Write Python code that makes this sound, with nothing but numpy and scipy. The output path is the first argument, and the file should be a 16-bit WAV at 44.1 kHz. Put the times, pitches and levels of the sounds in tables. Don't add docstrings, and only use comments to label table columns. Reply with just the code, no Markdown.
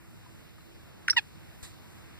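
import sys
import numpy as np
from scipy import signal
from scipy.fft import rfft, irfft
from scipy.io import wavfile
from scipy.ndimage import uniform_filter1d

SR = 44100
rng = np.random.default_rng(int(sys.argv[2]) if len(sys.argv) > 2 else 0)


def master_out(mix):
    frames = np.transpose(np.atleast_2d(mix))
    ceiling = np.clip(frames, -1, 1)
    pcm = np.round(ceiling * 32767).astype(np.int16)
    wavfile.write(sys.argv[1], SR, pcm)


N = 96711
T = np.arange(N) / SR
HZ = np.fft.rfftfreq(N, 1 / SR)
TOP_HZ = 15520


def amp(db):
    return 10 ** (np.asarray(db) / 20)


def colour_db(hz, table):
    table_hz, table_db = np.array(table).T
    return np.interp(np.log(np.maximum(hz, 1)), np.log(table_hz), table_db)


def tint(x, table):
    return irfft(rfft(x) * amp(colour_db(HZ, table)), N)


def late(x, delay_s):
    return irfft(rfft(x) * np.exp(-2j * np.pi * HZ * delay_s), N)


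def walk(rate_hz):
    width = max(int(SR / rate_hz), 1)
    smooth = uniform_filter1d(rng.standard_normal(N), width)
    smooth = uniform_filter1d(smooth, width)
    return smooth / smooth.std()


def decay(age_s, t60_s):
    return np.exp(-np.log(1000) * age_s / t60_s)


def ring(start_s, hz, t60_s, attack_s):
    age_s = np.maximum(T - start_s, 0)
    return np.sin(2 * np.pi * hz * age_s) * decay(age_s, t60_s) * np.minimum(age_s / attack_s, 1)


def air():
    # (frequency [Hz], density at time 0 [dB per Hz])
    air_density = [(20, -103), (45, -81), (90, -75.5), (140, -76.5), (220, -82.5), (500, -91), (1000, -94),
                   (2000, -97.5), (3000, -99), (4500, -102), (6000, -107), (8000, -107), (11000, -107),
                   (15500, -109)]
    rise_db_per_s, flutter_db, flutter_hz = 1.26, 1.18, 9.1
    bass_hz, bass_share, bass_right_db = 304, .45, 2.5
    bass = 1 / (1 + (HZ / bass_hz) ** 2)
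    share = bass_share * bass
    first, other = rfft(rng.standard_normal((2, N)))
    second = (share * first + np.sqrt(1 - share ** 2) * other) * amp(bass_right_db * bass)
    spectrum = np.array([first, second]) * amp(colour_db(HZ, air_density)) * np.sqrt(SR / 2)
    octave = np.log2(np.maximum(HZ, 1))
    total = np.zeros((2, N))
    for centre in range(4, 15):
        band = irfft(spectrum * np.clip(1 - abs(octave - centre), 0, 1), N)
        total += band * amp(rise_db_per_s * T + flutter_db * walk(flutter_hz))
    return total


def hum():
    centre_hz, width_hz, right_rms_db = 328.3, 8.9, -62.5
    band = np.exp(-((HZ - centre_hz) / width_hz) ** 2)
    x = irfft(rfft(rng.standard_normal(N)) * band, N)
    return amp(right_rms_db) * x / x.std() * np.array([[.3], [1]])


def ticks():
    # (time [s], level before damping [dB], pitch [Hz], t60 [s])
    tick_list = [(.262, -49, 1000, .05), (.582, -50, 1250, .03), (.606, -53, 2750, .025),
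                 (.607, -54, 4100, .025)]
    x = sum(amp(db) * ring(s, hz, t60_s, attack_s=.00085) for s, db, hz, t60_s in tick_list)
    return x * np.array([[1], [.5]])


def voice(track, harmonic_db, count, rasp_db, half_db=None, wobble=.06):
    # (frequency [Hz], relative level [dB])
    rasp_colour = [(700, -11), (2000, 7.5), (4000, 21), (5500, -7), (7500, 4), (9000, -11), (10000, 1),
                   (11500, -16), (13000, -14), (15000, -26)]
    wobble_hz = 300
    spread_rad = .2
    s, hz, db = np.array(track).T[:3]
    pitch_hz = np.interp(T, s, hz)
    gain = amp(np.interp(T, s, db, left=-200, right=-200))
    phase = 2 * np.pi * np.cumsum(pitch_hz) / SR
    tone = np.zeros(N)
    for k in range(1, count + 1):
        level = amp(harmonic_db(k, k * pitch_hz)) * (1 + wobble * walk(wobble_hz))
        tone += level * np.cos(k * phase - spread_rad * k ** 2) * (k * pitch_hz < TOP_HZ)
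    if half_db is not None:
        tone = tone * (1 + amp(np.interp(T, *np.array(half_db).T)) * np.cos(phase / 2))
    rasp = tint(rng.standard_normal(N), rasp_colour) * (1 + np.cos(phase))
    return gain * (tone + amp(rasp_db) * rasp / rasp.std())


def whistled_db(k, hz):
    # (frequency [Hz], relative level [dB])
    octave_colour = [(3000, -20), (6000, -26), (8500, -30), (9900, -9), (10500, -16), (11200, -20)]
    return 1.5 if k == 1 else colour_db(hz, octave_colour)


def whistle():
    # (time [s], pitch [Hz], level curve [dB])
    whistle_track = [(1.0785, 3100, -54), (1.081, 3000, -29), (1.083, 1960, -21), (1.0843, 1610, -17),
                     (1.0858, 1430, -26), (1.0872, 1490, -26), (1.0885, 1400, -38), (1.0905, 1850, -42),
                     (1.093, 1600, -42), (1.095, 1540, -27), (1.0968, 1930, -30), (1.0980, 3200, -30),
                     (1.0990, 4450, -24), (1.100, 4900, -22.5), (1.102, 5200, -19), (1.103, 5270, -17),
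                     (1.105, 5460, -18), (1.106, 5540, -23), (1.107, 5580, -17.5), (1.109, 5590, -18),
                     (1.1105, 5490, -21), (1.113, 5080, -32), (1.115, 4900, -38), (1.117, 4850, -60)]
    return voice(whistle_track, whistled_db, count=2, rasp_db=-21.5)


def snap():
    # (frequency [Hz], relative level [dB])
    snap_colour = [(800, -17), (1300, 10), (3500, 1), (4500, 1), (5700, 11), (7500, -13), (9000, 0),
                   (10500, 0), (12000, -16), (15000, -8)]
    start_s, attack_s, t60_s, level_db = 1.0805, .0007, .045, -34
    x = tint(rng.standard_normal(N), snap_colour)
    age_s = np.maximum(T - start_s, 0)
    return amp(level_db) * x / x.std() * np.minimum(age_s / attack_s, 1) * decay(age_s, t60_s)


def low_voices():
    # (time [s], pitch [Hz], level curve [dB])
    undertone_track = [(1.0975, 1900, -50), (1.099, 2050, -36), (1.1005, 1900, -40), (1.103, 2100, -41),
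                       (1.106, 1750, -44), (1.109, 1500, -58)]
    chirp_track = [(1.1268, 2150, -58), (1.128, 1900, -39), (1.131, 1650, -42), (1.133, 1450, -41),
                   (1.137, 1250, -46), (1.140, 1200, -60)]
    return sum(voice(track, whistled_db, count=2, rasp_db=-11, wobble=.45)
               for track in (undertone_track, chirp_track))


def cluck():
    # (time [s], pitch [Hz], level curve [dB], level of the steadier fundamental [dB])
    cluck_track = [(1.161, 886, -60, -70), (1.165, 915, -33, -40), (1.168, 960, -21, -33),
                   (1.1705, 984, -18, -32), (1.174, 966, -23, -31.5), (1.181, 930, -18, -34),
                   (1.188, 858, -26, -36.5), (1.194, 824, -33, -42), (1.1965, 815, -36, -46),
                   (1.198, 805, -56, -60)]
    # (frequency [Hz], relative level [dB])
    throat_colour = [(1650, -5), (1950, -3.5), (2500, 1.5), (2850, -3), (3300, -0.5), (3750, -9.5),
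                     (4400, -11), (4900, -15.5), (5600, -25.5), (6800, -34), (8500, -40), (11000, -57)]
    # (time [s], modulation depth [dB])
    half_lines = [(1.163, -12), (1.171, -19), (1.175, -22), (1.178, -36), (1.184, -28), (1.198, -24)]
    s, _, db, first_db = np.array(cluck_track).T

    def clucked_db(k, hz):
        return np.interp(T, s, first_db - db) if k == 1 else colour_db(hz, throat_colour)

    return voice(cluck_track, clucked_db, count=12, rasp_db=-15.5, half_db=half_lines, wobble=.14)


def scrub_tail():
    t60_s, top_hz, level_db = .11, 7040, -17
    age_s = T[:SR // 2]
    tail = rng.standard_normal((2, len(age_s))) * decay(age_s, t60_s)
    tail = tail / np.sqrt((tail ** 2).sum(1, keepdims=True))
    return amp(level_db) * signal.lfilter(*signal.butter(1, top_hz, fs=SR), tail)


def bird():
    # (delay [s], level [dB])
    echo_list = [(.0028, -17), (.0062, -12)]
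    # (frequency [Hz], level [dB])
    ground_colour = [(2000, -9), (4500, -3), (5500, 3), (10000, 2), (10800, -10)]
    # (frequency [Hz], level [dB])
    second_mic = [(1000, -1.5), (2000, 0), (2800, 3), (3600, -1), (4800, 5), (5250, 5), (5600, 1.5),
                  (9000, -1), (12000, -1)]
    second_mic_lag_s = .000088
    calls = whistle() + snap() + low_voices() + cluck()
    back = tint(calls, ground_colour)
    near = calls + sum(amp(db) * late(back, delay_s) for delay_s, db in echo_list)
    pair = np.array([near, late(tint(near, second_mic), second_mic_lag_s)])
    return pair + signal.fftconvolve(back[None], scrub_tail(), axes=1)[:, :N]


def scuff():
    # (frequency [Hz], relative level [dB])
    litter_colour = [(400, -5), (1000, -2), (2300, -3), (3100, -3), (3900, 2), (5500, -7.5), (7000, 0),
                     (8400, 1), (10000, -4.5), (14000, -15)]
    start_s, attack_s, hold_s, t60_s = 1.6255, .003, .018, .24
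    level_db, left_db, grain_db, grain_hz = -47, -2, 1.8, 1200
    age_s = T - start_s
    envelope = np.clip(age_s / attack_s, 0, 1) * decay(np.maximum(age_s - hold_s, 0), t60_s)
    hiss = tint(rng.standard_normal((2, N)), litter_colour) * amp(grain_db * walk(grain_hz))
    hiss = amp(level_db) * envelope * hiss / hiss.std() * amp([[left_db], [-left_db]])
    thud = amp(-29) * ring(start_s + .003, hz=85, t60_s=.045, attack_s=.00098)
    return hiss + thud * np.array([[1], [0]])


def scene():
    return air() + hum() + ticks() + bird() + scuff()


def record(dry):
    # (frequency [Hz], phase lag [turns], level [dB])
    cross_table = [(0, 0, -6), (1600, .5, -3), (3150, 1, -2.5), (4900, 1.5, -4), (6400, 2, -1.5),
                   (8100, 2.5, -9), (9400, 3, -12), (12200, 3.5, -10), (13950, 4, -4), (15400, 4.5, -4)]
    hz, turns, db = np.array(cross_table).T
    cross = amp(np.interp(HZ, hz, db)) * np.exp(-2j * np.pi * np.interp(HZ, hz, turns))
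    wide = dry - irfft(rfft(dry[::-1]) * cross, N)
    low_pass = signal.ellip(16, .2, 70, TOP_HZ, fs=SR, output="sos")
    return signal.sosfilt(low_pass, wide)


dry = scene()
out = record(dry)
master_out(out)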